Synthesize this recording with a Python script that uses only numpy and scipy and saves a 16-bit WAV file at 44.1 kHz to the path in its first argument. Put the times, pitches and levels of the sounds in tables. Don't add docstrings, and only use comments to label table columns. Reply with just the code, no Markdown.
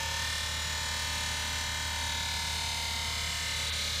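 import sys
import numpy as np
from scipy import signal
from scipy.fft import rfft, irfft
from scipy.io import wavfile
from scipy.ndimage import uniform_filter1d, map_coordinates

SR = 44100
rng = np.random.default_rng(int(sys.argv[2]) if len(sys.argv) > 2 else 0)


def master(y):
    cut = np.clip(np.atleast_2d(y).T, -1, 1)
    pcm = np.round(cut * 32767)
    wavfile.write(sys.argv[1], SR, pcm.astype(np.int16))


N = 176400
TIME = np.arange(N) / SR
HZ = np.maximum(np.arange(N // 2 + 1) * SR / N, 1)

# time in seconds, turns per second.
BLADE_SPEED = [(0.0, 36.55), (0.07, 36.66), (0.25, 37.31), (0.4, 37.57), (0.52, 37.6), (0.8, 37.3),
               (1.03, 37.39), (1.25, 37.3), (1.45, 37.36), (1.85, 37.31), (2.15, 37.03), (2.35, 36.98),
               (2.55, 36.86), (2.95, 36.68), (3.35, 36.36), (3.55, 36.13), (4.0, 35.68)]
# time in seconds, depth from 0 to 1.
CUT_DEPTH = [(2.2, 0), (2.9, 1)]
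# frequency in Hz, dB against the repeating grind.
SPARK_SPECTRUM = [(250, -1), (550, -0.5), (900, -4.5), (1800, -5), (3800, -5.5), (6000, -6), (8500, -6.5),
                  (13000, -3)]
# time in seconds, added level in dB.
SPARK_RISE = [(2.3, -2), (3.3, 0.5), (3.8, 1)]
# frequency in Hz, shifting part in dB against the steady part.
SHIMMER_SHARE = [(600, -20), (1200, -11), (2200, -8), (4000, -7), (6000, 0), (12000, 6)]
# frequency in Hz, gain in dB.
CUT_COLOUR = [(240, -14.5), (310, -23.5), (380, -29), (470, -15), (700, -17), (900, -9.5), (1150, -15.5),
              (1500, -11), (1950, -8), (2150, -3.5), (2550, -9), (3200, -6.5), (3900, -6.5), (4700, -8.5),
              (6200, -10), (8000, -14.5), (10000, -20), (11000, -28.5), (13000, -28.5), (13900, -25.5),
              (15000, -38)]
# fade-in and fade-out times in seconds, centre and width in Hz, lift in dB.
STEEL_RESONANCES = [(1, 2.23, 261.5, 7.7, 8), (4, 3.8, 1085, 15, 6), (2.1, 2.9, 1220, 54, -7),
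                    (2.6, 3.2, 1650, 120, -2), (0, 2.4, 1790, 46, 1), (3, 3.8, 2110, 55, 4),
                    (2.3, 3.06, 4260, 70, 4), (3.2, 3.6, 2900, 87, 6), (0, 2.1, 3685, 38, -10),
                    (2.6, 3.4, 2400, 40, -5), (1, 3.4, 1920, 35, -9), (3.5, 4.6, 3940, 180, 2.5),
                    (0, 0.7, 3880, 40, 5), (1, 2.16, 4750, 90, -5), (2, 1, 5960, 60, 5),
                    (0.5, 1.8, 6950, 160, 3.5)]
# time in seconds, level in dB.
GROWL = [(0.0, -53.5), (0.2, -55.5), (1, -54.5), (2.3, -54), (3.3, -55.5), (4, -55)]
RING = [(0.0, -47.5), (0.3, -48), (1.2, -52), (2.2, -53), (3, -53), (4.0, -51)]
RASP = [(0.0, -53), (0.26, -51), (0.53, -54), (0.7, -48), (2, -48.5), (2.6, -50), (3.04, -51.5),
        (3.55, -49.5), (4.0, -49)]
SNARL = [(0.0, -41.5), (0.29, -42.5), (0.5, -44), (1.5, -43.5), (2.3, -44), (2.94, -44), (3.4, -43),
         (3.78, -42), (4.0, -43)]
SCREECH = [(0.0, -44), (0.27, -40), (0.5, -43), (1.05, -44), (1.9, -44.5), (2.25, -40.5), (2.87, -42.5),
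           (3.1, -44.5), (3.5, -41.5), (3.8, -37.5), (4.0, -38)]
HISS = [(0.0, -41), (0.23, -40.5), (1.74, -41), (2.6, -40.5), (3.2, -40.5), (4.0, -39.5)]
# level curve, low and high edge in Hz,
# place of the swell in turns for a shallow and a deep cut, its width in turns, its height in dB for
REGISTERS = [(GROWL, 242, 790, .35, 0.35, 0.34, 0.42, .5, 2, 0),
             (RING, 810, 1416, 0.42, 0.31, 0.55, 1, 1.5, 0.29, 1.4),
             (RASP, 1431, 1902, 0.27, 0.99, 0.1, 9.3, 3, 0.65, 0),
             (SNARL, 1980, 3440, 0.5, 0.51, 0.13, 2.7, 7, 0.34, 0),
             (SCREECH, 3388, 4593, 0.14, 0.2, 0.053, 5.3, 2, .6, 0),
             (HISS, 4607, 23000, 0.22, 0.24, 0.053, 4.4, 2.8, 0.95, 0)]
# multiple of the
# blade speed (rounded in use), the spell's two ends in seconds (either order), level in dB.
BLADE_OVERTONES = [(13, 3, 4.3, -61.5), (14, -0.1, 1.1, -60.5), (15, -0.25, 0.2, -52), (15, .22, 4.3, -62),
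                   (16, 0.35, 2.23, -57.5), (16, 3.5, 4.3, -59), (19, 2.5, 3.45, -57.5), (21, 1, 3.1, -59),
                   (23, 0.4, 2.2, -55), (24, -1.1, 2.96, -50.5), (25, -0.25, 0.27, -43.5),
                   (25, 0.7, 2.1, -51.5), (25, 2, 3.14, -47), (25, 3.5, 3.63, -49), (26, 0.6, 3.6, -52),
                   (27, 0.8, 2.9, -58), (28, 0.1, 2.56, -54.5), (29, 2.5, 3.44, -56.5),
                   (30, 3, 3.84, -58.5), (33, 0.8, 1.9, -54.5), (35, 3, 5.2, -55), (37, 2, 1.9, -64),
                   (38, 2, 3.46, -57), (40, -0.7, 2.75, -54), (41, -0.2, 2.6, -53.5), (42, 3, 3.86, -56),
                   (44, 2.8, 3.8, -57), (47, 0.1, 2.5, -48.5), (48, -0.26, 0.34, -46.5), (48, 0, 1.35, -54),
                   (49, -0.14, 0.33, -47), (49, 0.2, 2.1, -47.5), (49, 2.5, 3.3, -56.5),
                   (49, 3.37, 3.53, -42.5), (49, 3.6, 4.3, -52.5), (55, .2, 2.15, -52),
                   (56, 1.14, 3.5, -49), (57, -.3, 2.45, -52), (57, 2.5, 3.82, -48.5),
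                   (58, 2.5, 5.2, -51.5), (59, 3, 5.2, -58), (60, 2.8, 4.8, -52), (61, 2.5, 2.2, -51),
                   (62.91, -0.3, 2.4, -54), (64, -0.5, 2.96, -52.5), (64.98, 3, 4.3, -53),
                   (66.6, 3, 4.3, -56), (71.8, 0.9, 1.65, -51.5), (76.1, -0.3, 0.76, -52),
                   (78.92, 2.5, 2.7, -50.5), (79.87, 0.5, 4.3, -50.5), (85, 4, 2.6, -50.5),
                   (85, 3.5, 4.3, -47.5), (87.2, 0.9, 2.2, -51), (90.85, 0, 1, -53),
                   (91.94, -0.2, 1.7, -51.5), (94.1, 3, 3.5, -53.5), (96.05, 2, 3.1, -52),
                   (97.1, 2, 4.7, -50.5), (101.9, 0.4, 2.1, -49.5), (103, -0.3, 2.09, -51),
                   (103.3, 2, 3.1, -44.5), (104.1, .7, 2, -51.5), (106, 3, 5, -49), (110, 3.5, 5.7, -47),
                   (113.9, 2.3, 3.6, -50.5), (115, 0.8, 3.2, -52.5), (116.2, 0.7, 1.77, -49),
                   (116.25, 2.5, 3.9, -49.5), (133.6, 7, 3.9, -51), (138.3, -1, 1.3, -56),
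                   (141.4, -1.2, 3, -58), (159, 0.7, 0.94, -55), (159.3, 0.7, 2.2, -55.5),
                   (161.4, -1.5, 2.7, -55), (173.3, 3, 3.4, -61.5), (187.6, .2, 1.5, -58)]
# multiple of the firing rate, level in dB.
EXHAUST_TONES = [(1, -42.5), (2, -57.5), (3, -68)]
# frequency in Hz, level in dB.
MACHINE_HUMS = [(43.7, -57), (112, -54.5), (351.9, -76)]
# frequency in Hz, relative level in dB.
RUMBLE_SPECTRUM = [(20, -17), (40, -9), (65, -1), (100, 2), (150, 1), (190, -0.5), (240, -3.5), (300, -32),
                   (400, -14), (800, -20.5)]

WEAR_RAD, WEAR_RAD_PER_KHZ = 0.047, 0.044
SUNG_RIPPLE_DB, RIPPLE_SPREAD_DB = -11, 1.8
SHIMMER_S, SHIMMER_HZ = 0.14, 28
RESONANCE_FADE_S, OVERTONE_FADE_S = 0.064, 0.1
OVERTONE_WAVER_DB, OVERTONE_WAVER_HZ = 1, 4.7
SLIP_RAD_PER_KHZ, SLIP_HZ = 0.096, 7.1
FLUTTER_DB, FLUTTER_HZ = 0.5, 8.9
DIP_AT_S, DIP_WIDTH_S, DIP_DB = 3.714, 0.007, -20
FIRING_HZ, RUMBLE_DB = 77.63, -48
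ENGINE_WAVER_DB, ENGINE_WAVER_RAD = 1, 0.07
CUTOFF_HZ = 15300


def from_db(db):
    return 10 ** (np.asarray(db) / 20)


def rms_one(x):
    return x / np.sqrt(np.mean(x ** 2) + 1e-20)


def in_time(rows):
    return np.interp(TIME, *np.transpose(rows))


def over_hz(points):
    hz, db = np.transpose(points)
    return np.interp(np.log(HZ), np.log(hz), db)


def coloured(x, gain):
    return irfft(rfft(x) * gain, N)


def band(x, low_hz, high_hz, steepness):
    return coloured(x, 1 / ((1 + (low_hz / HZ) ** steepness) * (1 + (HZ / high_hz) ** steepness)))


def evened(x, size=4760):
    return x / np.sqrt(uniform_filter1d(uniform_filter1d(x * x, size), size) + 1e-20)


def drift(rate_hz):
    return rms_one(coloured(rng.standard_normal(N), 1 / (1 + (HZ / rate_hz) ** 2)))


def coarse_drift(rate_hz, size=800):
    hz = np.arange(size // 2 + 1) * SR / N
    slow = rms_one(irfft(rfft(rng.standard_normal(size)) / (1 + (hz / rate_hz) ** 2)))
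    return np.interp(TIME, np.linspace(0, N / SR, size), slow)


def rim(turns, size=2048, count=440):
    laps = int(turns[-1]) + 3
    khz = np.arange(count) * np.mean(in_time(BLADE_SPEED)) / 1000
    phase = rng.uniform(0, 2 * np.pi, count)
    wear = np.cumsum(rng.standard_normal((laps, count)), axis=0) * (WEAR_RAD + WEAR_RAD_PER_KHZ * khz)
    sung = np.isin(np.arange(count), [round(row[0]) for row in BLADE_OVERTONES])
    height = from_db(SUNG_RIPPLE_DB * sung + RIPPLE_SPREAD_DB * rng.standard_normal(count))
    profile = irfft(height * np.exp(1j * (phase + wear)), size)
    return rms_one(map_coordinates(profile, [turns, turns % 1 * size], order=1, mode="grid-wrap"))


def friction(turns):
    share = from_db(over_hz(SPARK_SPECTRUM))
    grind = coloured(rim(turns), 1 / np.hypot(1, share))
    sparks = coloured(rng.standard_normal(N), share / np.hypot(1, share))
    return grind + from_db(in_time(SPARK_RISE)) * sparks


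def shimmer(x, size=2048):
    hz, seconds, frames = signal.stft(x, SR, nperseg=size)
    field = np.fft.fft2(rng.standard_normal(frames.shape) + 1j * rng.standard_normal(frames.shape))
    blur_hz = np.exp(-2 * (np.pi * np.fft.fftfreq(len(hz), hz[1]) * SHIMMER_HZ) ** 2)
    blur_time = np.exp(-2 * (np.pi * np.fft.fftfreq(len(seconds), seconds[1]) * SHIMMER_S) ** 2)
    patches = np.fft.ifft2(field * np.outer(blur_hz, blur_time))
    share = from_db(np.interp(hz, HZ, over_hz(SHIMMER_SHARE)))[:, None]
    gain = np.abs(1 + share * patches / np.std(patches)) / np.hypot(1, share)
    return signal.istft(frames * gain, SR, nperseg=size)[1][:N]


def steel(drive):
    out = coloured(shimmer(drive), from_db(over_hz(CUT_COLOUR)))
    spectrum = rfft(out)
    for start, end, hz, width, lift_db in STEEL_RESONANCES:
        fade_in = .5 + .5 * np.tanh((TIME - start) / RESONANCE_FADE_S) if start > 0 else 1
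        fade_out = .5 + .5 * np.tanh((end - TIME) / RESONANCE_FADE_S)
        ringing = irfft(spectrum * np.exp(-.5 * ((HZ - hz) / width) ** 2), N)
        out = out + (from_db(lift_db) - 1) * fade_in * fade_out * ringing
    return out


def singing(turns):
    out = 0
    speed = np.mean(in_time(BLADE_SPEED))
    slip = SLIP_RAD_PER_KHZ * coarse_drift(SLIP_HZ)
    for k in sorted({round(row[0]) for row in BLADE_OVERTONES}):
        hz = k * speed
        register = [row for row in REGISTERS if row[1] <= hz][-1]
        _, _, _, place, *_, scatter, dispersion = register
        spells = 0
        for multiple, start, end, db in BLADE_OVERTONES:
            if round(multiple) == k:
                gate = np.tanh((TIME - start) / OVERTONE_FADE_S) - np.tanh((TIME - end) / OVERTONE_FADE_S)
                spells += from_db(db) * gate / 2
        phase = dispersion * k ** 2 + scatter * rng.standard_normal() + slip * hz / 1000
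        waver = from_db(OVERTONE_WAVER_DB * coarse_drift(OVERTONE_WAVER_HZ))
        out += np.sqrt(2) * spells * waver * np.sin(2 * np.pi * k * (turns - place) + phase)
    return out


def high_spot(turns, place, width):
    offset = (turns - place + .5) % 1 - .5
    return np.exp(-.5 * (offset / width) ** 2)


def saw():
    turns = np.cumsum(in_time(BLADE_SPEED)) / SR
    cut = steel(friction(turns))
    depth = in_time(CUT_DEPTH)
    out = singing(turns)
    for level, low_hz, high_hz, shallow_at, deep_at, width, shallow_db, deep_db, *_ in REGISTERS:
        swell_db = shallow_db * (1 - depth) * high_spot(turns, shallow_at, width)
        swell_db += deep_db * depth * high_spot(turns, deep_at, width)
        throb = evened(from_db(swell_db) * band(cut, low_hz, high_hz, steepness=60))
        out += from_db(in_time(level) + FLUTTER_DB * drift(FLUTTER_HZ)) * throb
    dip = from_db(DIP_DB * np.exp(-.5 * ((TIME - DIP_AT_S) / DIP_WIDTH_S) ** 2))
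    middle = band(out, low_hz=800, high_hz=4800, steepness=12)
    return middle + dip * (out - middle)


def engine_tone(cycles, db):
    amplitude = np.sqrt(2) * from_db(db + ENGINE_WAVER_DB * drift(rate_hz=8.3))
    return amplitude * np.sin(2 * np.pi * (cycles + rng.random()) + ENGINE_WAVER_RAD * drift(rate_hz=6.1))


def diesel():
    firings = FIRING_HZ * TIME
    exhaust = sum(engine_tone(k * firings, db) for k, db in EXHAUST_TONES)
    hums = sum(engine_tone(hz * TIME, db) for hz, db in MACHINE_HUMS)
    rumble = rms_one(coloured(rng.standard_normal(N), from_db(over_hz(RUMBLE_SPECTRUM))))
    return exhaust + hums + from_db(RUMBLE_DB) * rumble


def scene():
    return np.tile(saw() + diesel(), (2, 1))


def record(dry):
    return coloured(dry, 1 / np.sqrt(1 + (HZ / CUTOFF_HZ) ** 400))


dry = scene()
out = record(dry)
master(out)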